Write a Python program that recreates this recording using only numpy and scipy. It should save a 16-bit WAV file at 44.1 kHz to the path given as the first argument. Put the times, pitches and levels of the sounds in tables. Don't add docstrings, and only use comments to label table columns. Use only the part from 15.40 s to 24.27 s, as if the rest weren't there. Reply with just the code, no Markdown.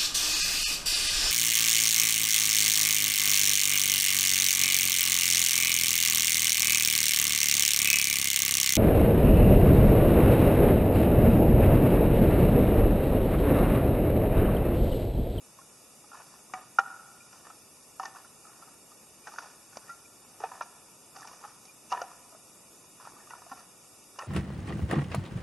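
import sys
import numpy as np
from scipy import signal
from scipy.fft import rfft, irfft, next_fast_len
from scipy.io import wavfile
from scipy.ndimage import uniform_filter1d

SR = 44100
rng = np.random.default_rng(int(sys.argv[2]) if len(sys.argv) > 2 else 0)


def boost_factor(decibels):
    exponent = np.asarray(decibels, float) / 20
    return 10 ** exponent


def master(y):
    cut = np.clip(np.atleast_2d(y).T, -1, 1)
    pcm = np.round(cut * 32767)
    wavfile.write(sys.argv[1], SR, pcm.astype(np.int16))


N = 391166
TIME = np.arange(int(.16 * SR)) / SR

# start_s, length_s, body_db, grit_db
SCRAPES = [(.75, .05, -51, -65), (0.822, .13, -59, -62.5), (1.146, 0.028, -48, -64.5), (1.8, .4, -75, -69),
           (1.93, .05, -61, -63.5), (2.048, 0.016, -52.5, -63), (2.618, 0.051, -51.5, -60.5),
           (2.756, 0.023, -53.5, -63.5), (2.8, 0.045, -64, -69), (3.058, .26, -61, -70),
           (3.87, 0.11, -55, -59), (3.99, .04, -50, -57), (4.031, 0.087, -60, -61.5),
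           (4.333, 0.028, -55, -60), (4.407, .14, -62, -67), (4.795, .2, -68, -73),
           (5.017, 0.033, -44.5, -64.5), (5.077, .15, -54.5, -65.5), (5.762, .17, -52.5, -58),
           (5.96, 0.13, -56.5, -61.5), (6.1, .2, -72, -68), (6.51, .015, -58, -50),
           (6.531, 0.022, -41, -57), (6.62, 0.11, -59, -66), (7.598, 0.11, -56, -65),
           (7.69, 0.33, -59, -67), (8.1, 0.11, -55.5, -62), (8.765, .02, -56, -67), (8.81, .05, -50, -64)]
# freq_hz, level_db
WOOD = [(120, -36.5), (200, -30.5), (610, -13), (736, -6), (995, -7), (1450, -6), (1800, -8.5), (2060, -26),
        (2420, -17.5), (4000, -26.5), (5200, -57), (8800, -120)]
# freq_hz, level_db
FIBRES = [(1500, -23), (2400, -5), (3600, -9.5), (4500, 0), (6400, 0.5), (7600, -21), (11000, -31)]
# tone_hz, level_db, t60_s
FIRST_LOG = [(284, -15, .04), (749, -3, 0.16), (980, -8, 0.05), (1179, 3, 0.025), (1230, -8, .16),
             (1390, -6.5, 0.049), (1920, -4, 0.032), (2300, -9, 0.06), (2850, -14, .04)]
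BIG_LOG = [(360, -39, 0.027), (515, -27, 0.054), (788.5, -14, .09), (980, -22, .08), (1170, -18, .05),
           (1345, 0, .03), (1400, 2.5, 0.033), (1847, -25, 0.068), (2400, -29, 0.06), (2907, -27, 0.05)]
ROLLING_LOG = [(773, -4.5, 0.13), (945, 1, 0.04), (1280, 5, 0.027), (1790, -15, 0.096), (2900, -20, 0.044)]
ROLLING_END = [(767, -6, 0.085), (960, -6, 0.049), (1095, 1.5, 0.035), (1830, -7.5, .05),
               (2910, -14.5, 0.053)]
THIN_SPLIT = [(837, -10.5, 0.056), (1360, -6.5, 0.041), (1590, 8, 0.035), (2230, -30, 0.075)]
SHORT_SPLIT = [(1067, -26.5, 0.075), (1435, -1.5, 0.017), (1542, 6.5, 0.009), (1840, -33, 0.066),
               (2440, -39, 0.04)]
DEAD_STICK = [(300, -11, 0.016), (620, 2, 0.011), (1050, -6, 0.019), (2400, -9, 0.015),
              (2890, -11.5, 0.014)]
DRY_STICK = [(1380, -0.5, 0.15), (1940, -8, 0.0666), (2396, -19.5, 0.086)]
THICK_LOG = [(457, -2.5, 0.057), (760, 12.5, 0.041), (910, -4.5, 0.13), (1300, -4.5, 0.081),
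             (1800, -31, 0.034)]
MIDDLE_LOG = [(750, -7.5, 0.034), (980, 1, 0.028), (1360, 2.5, 0.028), (1800, -35, 0.035),
              (2330, -27, 0.053)]
HOLLOW_LOG = [(504, -12, 0.13), (766, -5.5, 0.087), (980, 3.5, 0.18), (1270, -2, 0.057), (1834, -2, 0.036),
              (2840, -7, 0.035), (382, -10.5, 0.085)]
KNOTTY_LOG = [(526, -3.5, 0.038), (714, -4, 0.064), (990, -14.5, 0.033), (1390, -6, 0.049),
              (1760, -15.5, .04), (2960, -15.5, 0.036)]
LIGHT_SPLIT = [(915, 3, 0.053), (1450, 2, 0.15), (1930, 0, 0.0485)]
LOW_LOG = [(261, -5, 0.11), (793, 0, 0.084), (1080, -0.5, 0.068), (1370, 2.5, 0.069), (1800, -8, 0.061)]
LAST_LOG = [(737, -6.5, 0.049), (990, 12.5, 0.0093), (1335, -12, 0.12), (2200, -19, 0.038),
            (2860, -3, 0.025)]
LAST_END = [(556, -2.5, 0.13), (1360, -22, 0.1), (1810, 13, 0.026), (2580, -1.5, 0.042)]


def colour(x, points):
    hz, db = np.transpose(points)
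    size = next_fast_len(len(x))
    f_hz = np.maximum(np.arange(size // 2 + 1) * SR / size, 1)
    gain = boost_factor(np.interp(np.log(f_hz), np.log(hz), db))
    y = irfft(rfft(x, size) * gain, size)[:len(x)]
    return y / np.sqrt(np.mean(y ** 2))


def band(x, lo_hz, hi_hz):
    return signal.sosfilt(signal.butter(2, [lo_hz, hi_hz], "bandpass", fs=SR, output="sos"), x)


def add(out, x, start_s):
    i = int(start_s * SR)
    out[i:i + len(x)] += x[:len(out) - i]


def knock(modes, noise, peak_db, crack_db, contact_ms, splinter, thud_db):
    rattle_t60_s, crack_t60_s = .045, .026
    thud_hz, thud_t60_s = 318, 0.0063
    swell = 1 - np.exp(-(TIME * 1000 / max(contact_ms, .2)) ** 2)

    hz, db, t60_s = np.transpose(modes)[:, :, None]
    decay = boost_factor(db - 60 * TIME / np.clip(t60_s, .01, .16))
    ring = (decay * np.sin(2 * np.pi * hz * TIME)).sum(axis=0) * swell

    noise_t60_s = np.minimum([[rattle_t60_s], [crack_t60_s]], t60_s.max())
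    rattle, crack = noise * swell * boost_factor(-60 * TIME / noise_t60_s)
    body = ring / np.abs(ring).max() + np.clip(splinter, 0, 1.5) * rattle
    thud = np.sin(2 * np.pi * thud_hz * TIME) * boost_factor(-60 * TIME / thud_t60_s) * swell

    hit = body / np.abs(body).max()
    hit = hit + boost_factor(crack_db) * crack / np.abs(crack).max()
    hit = hit + boost_factor(thud_db) * thud / thud.max()
    return boost_factor(peak_db) * hit


def logs():
    # log, peak_s, peak_db, crack_db, contact_ms, splinter_0_to_1
    heavy_blows = [(FIRST_LOG, 1.138, -21.5, -14, 1.1, 0.25), (BIG_LOG, 1.387, -5.7, -24, 2.7, 0.35),
                   (DEAD_STICK, 1.395, -34, 1, 2.5, .5), (ROLLING_LOG, 2.598, -23, -14, 1.6, 0.15),
                   (ROLLING_END, 2.632, -31, -10, 1.3, 0.4), (ROLLING_END, 2.655, -31, -0.5, 1.9, 0.6),
                   (THIN_SPLIT, 3.872, -27.5, -14, 1.8, 0.6), (SHORT_SPLIT, 3.9865, -21, -11, 1.5, 0.22),
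                   (DEAD_STICK, 4.3717, -30, -1, .9, 0.25), (DRY_STICK, 4.494, -36, -19, 8, 0.02),
                   (THICK_LOG, 5.038, -20, -25, 2.2, 0.28), (MIDDLE_LOG, 5.211, -22, -32, 1.1, 0.4),
                   (HOLLOW_LOG, 6.519, -21.5, -16, 1.5, 0.3), (LAST_LOG, 6.525, -24, -14, 1.5, .3),
                   (THICK_LOG, 6.546, -33, -20, 2.2, 0.3), (HOLLOW_LOG, 6.576, -30.5, -20, 1.9, 0.3),
                   (KNOTTY_LOG, 6.616, -22, -8.5, 2.2, 0.5), (LIGHT_SPLIT, 7.907, -35, -10, 1.7, 0.7),
                   (MIDDLE_LOG, 7.9355, -32, -26, 1.9, 0.08), (LOW_LOG, 8.116, -30, -14.5, 2.7, 0.4),
                   (LAST_LOG, 8.789, -27, -6, 2.6, 0.7), (ROLLING_END, 8.794, -33, -20, 1.2, .4),
                   (MIDDLE_LOG, 8.802, -32, -22, 1.6, .4), (LAST_END, 8.822, -30.5, -27, 1.9, 0.7)]
    # peak_s, peak_db, mode_hz, crack_db
    thick_taps = [(0.642, -46, 826, -8.5), (0.745, -39, 1050, -10.5), (0.869, -54, 780, 2),
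                  (2.681, -45, 822, -14), (2.786, -45, 1050, -3.5), (3.276, -44, 766, -8),
                  (3.938, -36.5, 915, -7), (4.019, -50, 931, -5), (4.059, -41, 760, -9),
                  (5.004, -35.5, 860, -12), (5.117, -33, 986, -18), (5.135, -42, 970, -11),
                  (5.231, -42.5, 943, -4.5), (5.874, -52, 780, 16.5), (6.017, -50, 869, -8),
                  (6.05, -33, 830, -17), (6.254, -50.5, 758, 11.5), (6.524, -19.5, 771, -12),
                  (6.531, -25, 954, -35.5), (6.549, -28, 980, -24), (6.639, -36, 765, -12.5),
                  (6.715, -41, 1003, -11), (6.925, -44.5, 660, -17), (6.949, -42.5, 630, -15),
                  (7.953, -41, 960, -18.5), (8.02, -42, 964, -14), (8.066, -42, 687, -16),
                  (8.839, -44.5, 960, -16.5)]
    # peak_s, peak_db, mode_hz, crack_db
    thin_taps = [(0.189, -42, 1080, -20), (0.717, -39, 1390, -22), (0.731, -37.5, 1370, -24),
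                 (0.939, -48, 1070, -5), (1.098, -47.5, 1125, -18), (1.929, -43, 1400, -5),
                 (2.102, -38, 1310, -13.5), (2.751, -42, 1115, -18), (2.76, -41.5, 1460, -14),
                 (2.771, -47, 1320, -19.5), (3.052, -43.5, 1320, -16), (2.847, -43.5, 1390, -13.5),
                 (3.07, -45, 1250, -16.5), (3.096, -46.5, 1335, -13), (3.225, -43, 1360, -12.5),
                 (3.518, -47, 1217, -3), (4.331, -48, 1470, 1), (4.483, -43, 1800, -14),
                 (4.494, -39, 1380, -12), (5.221, -40, 1154, -1), (5.764, -42, 1337, 1),
                 (5.808, -49, 1220, 7.5), (6.04, -34.5, 1268, -24), (6.078, -45, 1260, -7),
                 (7.6, -43, 1020, -11.5), (7.652, -40, 1270, -6), (8.194, -45.5, 1345, -3)]
    # peak_s, peak_db, mode_hz, crack_db, t60_s
    ticks = [(.215, -47, 1400, -15, .05), (2.651, -35, 900, -25, .03), (2.657, -36, 1800, -20, .08),
             (2.636, -31, 1000, -8, .02), (3.881, -38, 1500, -15, .025), (3.893, -42, 800, -15, .025),
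             (3.921, -42, 1210, -15, .03), (3.961, -36, 1500, -12, .015), (3.982, -38, 900, -10, .015),
             (4.005, -40, 1400, -15, .04), (5.006, -42, 420, -20, .04), (5.045, -44, 2500, -10, .04),
             (5.222, -40, 2400, -6, .03), (5.773, -43, 800, -10, .03), (5.798, -46, 1300, -6, .025),
             (5.829, -38, 1730, -16, .025), (5.846, -39, 1300, -12, .02), (5.851, -38, 900, -14, .03),
             (5.878, -49, 2400, -8, .05), (5.914, -42, 1050, -12, .03), (7.443, -49, 1020, -11, .015),
             (7.61, -45, 1300, -12, .02), (7.673, -34, 900, -18, .012), (7.675, -40, 1400, -18, .03),
             (7.72, -48, 330, -15, .03), (7.721, -46, 1100, -15, .02), (7.737, -50, 330, -15, .02),
             (7.766, -46, 1200, -11, .04), (7.803, -47, 1790, -12, .04), (7.873, -46, 1210, -10, .03),
             (7.902, -47, 2800, -10, .02), (8.113, -44, 1100, -20, .02), (8.123, -35, 1000, -20, .03),
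             (8.13, -38, 760, -20, .05), (6.505, -44, 2700, -8, .08), (6.535, -27, 950, -25, .03),
             (6.598, -38, 950, -20, .04), (8.787, -38, 700, -20, .015), (8.812, -39, 1100, -20, .02),
             (8.818, -40, 900, -20, .015), (8.834, -36, 560, -25, .025), (8.847, -41, 1400, -15, .03)]
    blow_thud_db, tap_thud_db = -32.5, -27
    tap_t60_s, tap_contact_ms, tap_splinter = 0.05, 1.3, .42
    tick_contact_ms, tick_splinter = .8, .3
    tick_late_s = .0012

    hits = []
    for modes, s, *blow in heavy_blows:
        hits.append((s, modes, (*blow, blow_thud_db)))
    # (Hz, dB)
    for taps, answer in ((thick_taps, (1250, -5)), (thin_taps, (800, -10.5))):
        for s, peak_db, hz, crack_db in taps:
            modes = [(hz, 0, tap_t60_s), (*answer, tap_t60_s)]
            hits.append((s, modes, (peak_db, crack_db, tap_contact_ms, tap_splinter, tap_thud_db)))
    for s, peak_db, hz, crack_db, t60_s in ticks:
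        tick = (peak_db, crack_db, tick_contact_ms, tick_splinter, tap_thud_db)
        hits.append((s + tick_late_s, [(hz, 0, t60_s)], tick))

    out = np.zeros(N)
    fibres = np.array([colour(rng.standard_normal(N + len(TIME)), points) for points in (WOOD, FIBRES)])
    for s, modes, hit in hits:
        near = int(round(s, 2) * SR)
        add(out, knock(modes, fibres[:, near:near + len(TIME)], *hit), s - .002)
    return out


def drags(levels_db, fall_db_s):
    rise_db_s = 706
    t = np.arange(0, N, 64)[:, None] / SR
    start_s, length_s = np.transpose(SCRAPES)[:2]
    rise_db = rise_db_s * np.maximum(start_s - t, 0)
    fall_db = fall_db_s * np.maximum(t - start_s - length_s, 0)
    db = levels_db - rise_db - fall_db
    return np.interp(np.arange(N) / SR, t[:, 0], boost_factor(db.max(axis=1)))


def bark():
    slips_per_s, burst_s = 600, .004
    slip_db = np.minimum(3 * rng.exponential(size=N), 7)
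    slips = (rng.random(N) < slips_per_s / SR) * boost_factor(slip_db)
    bursts = signal.lfilter([1], [1, -np.exp(-1 / (burst_s * SR))], slips)
    body = colour(bursts * rng.standard_normal(N), WOOD)
    grit = colour((bursts + 1.1 * bursts.mean()) * rng.standard_normal(N), FIBRES)
    body_db, grit_db = np.transpose(SCRAPES)[2:]
    return drags(body_db, 171) * body + drags(grit_db, 243) * grit


def trunks(x):
    # lag_s, level_db
    near_trunks = [
        (.018, -29),
        (.038, -31),
        (.048, -31),
        (.074, -30),
        (.092, -28),
        (.140, -38),
        (.205, -38),
        (.327, -39),
    ]
    level_db, side_db, t60_s = -25.5, -20, 0.9
    t = np.arange(SR) / SR
    echoes = rng.standard_normal((2, SR)) * (rng.random((2, SR)) < .012 + .2 * t)
    echoes = band(echoes, 590, 3900) * boost_factor(-60 * t / t60_s) * np.minimum(t / 0.012, 1)
    echoes = echoes / np.sqrt((echoes ** 2).sum(axis=1, keepdims=True))
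    mid, side = signal.fftconvolve(x[None], echoes, axes=1)[:, :N]

    near = np.zeros(N)
    dull = band(x, 600, 3200)
    for lag_s, db in near_trunks:
        add(near, boost_factor(db) * dull, lag_s)
    return near + boost_factor(level_db) * (mid + boost_factor(side_db) * side * np.array([[1], [-1]]))


def bird():
    # start_s, level_db, pitch_hz, length_s
    chirps = [
        (1.793, -54, 2400, 0.039),
        (3.827, -57, 2400, 0.039),
        (4.646, -52, 2400, 0.021),
        (6.269, -54, 2400, 0.055),
    ]
    out = np.zeros(N)
    for start_s, db, hz, length_s in chirps:
        t = np.arange(int(length_s * SR)) / SR
        flutter = 1 + .5 * np.cos(2 * np.pi * 70 * t)
        whistle = np.sin(2 * np.pi * hz * t * (1 + 0.053 * t))
        add(out, boost_factor(db) * np.hanning(len(t)) * flutter * whistle, start_s)
    return out


def hiss():
    # freq_hz, level_db
    mid_points = [(12, -38), (20, -19), (86, -7.5), (118, -2.5), (232, -1), (942, -6), (1300, -6.5),
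                  (2060, -15.5), (2350, -9), (4140, -11.5), (5420, -7), (10600, -7), (12500, -8.5),
                  (16200, -56), (22000, -120)]
    # freq_hz, side_minus_mid_db
    side_points = [(60, 1), (110, -7), (200, -4.5), (350, -0.5), (640, 11), (1150, -6), (2080, -3),
                   (3760, 5.5), (6790, .3), (12300, 2)]
    hz, db = np.transpose(mid_points)
    side_hz, excess_db = np.transpose(side_points)
    side_db = db + np.interp(np.log(hz), np.log(side_hz), excess_db)
    mid = colour(rng.standard_normal(N), mid_points)
    side = colour(rng.standard_normal(N), np.c_[hz, side_db])
    return boost_factor(-54.5) * (mid + boost_factor(-6) * side * np.array([[1], [-1]]))


def scene():
    wood = logs() + bark() + bird()
    return wood * boost_factor(np.array([[-.2], [.2]])) + trunks(wood) + hiss()


def whine_notches(x):
    # centre_hz, width_hz, depth_db
    notches = [(1599, 120, -22), (2095, 76, -64), (3187, 317, -21.5), (4181, 440, -48.5),
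               (7880, 160, -34.5)]
    for hz, width_hz, db in notches:
        w = 2 * np.pi * hz / SR
        a = np.sin(w) * width_hz / hz / 2
        zeros = [1 + a * boost_factor(db / 2), -2 * np.cos(w), 1 - a * boost_factor(db / 2)]
        poles = [1 + a, -2 * np.cos(w), 1 - a]
        x = signal.lfilter(zeros, poles, signal.lfilter(zeros, poles, x))
    return x


def camera_rounding(x):
    # freq_hz, step_db
    step_points = [(0, -22.5), (1200, -5.5), (2500, 5), (6000, 7), (12000, 6.5)]
    # freq_hz, step_db
    side_points = [(0, -1), (700, 1), (1100, 7), (1500, 11), (2000, 6), (2800, 5), (4500, 1), (12000, 1)]
    scatter_db = 2.5
    mid_side = np.array([x[0] + x[1], x[0] - x[1]]) / 2
    hz, _, spec = signal.stft(mid_side, SR, window="cosine", nperseg=2048)
    usual = uniform_filter1d(np.median(np.abs(spec[:, :, ::3]), axis=2), size=40, axis=1)
    bands = np.arange(len(hz)) // 12
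    moods = rng.standard_normal((2, bands[-1] + 1, spec.shape[2]))[:, bands]

    side_extra_db = np.outer([0, 1], np.interp(hz, *np.transpose(side_points)))
    step_db = np.interp(hz, *np.transpose(step_points)) + side_extra_db
    step = (usual * boost_factor(step_db))[:, :, None] * boost_factor(scatter_db * moods) + 1e-12
    spec = step * np.round(spec / step)
    mid, side = signal.istft(spec, SR, window="cosine", nperseg=2048)[1][:, :N]
    return np.array([mid + side, mid - side])


def band_limit(x):
    return signal.sosfilt(signal.butter(12, 12860, fs=SR, output="sos"), x)


def record(dry):
    mix = camera_rounding(whine_notches(dry))
    top_cut = signal.ellip(9, .5, 46, 11850, fs=SR, output="sos")
    return band_limit(signal.sosfilt(top_cut, mix))


dry = scene()
out = record(dry)
master(out)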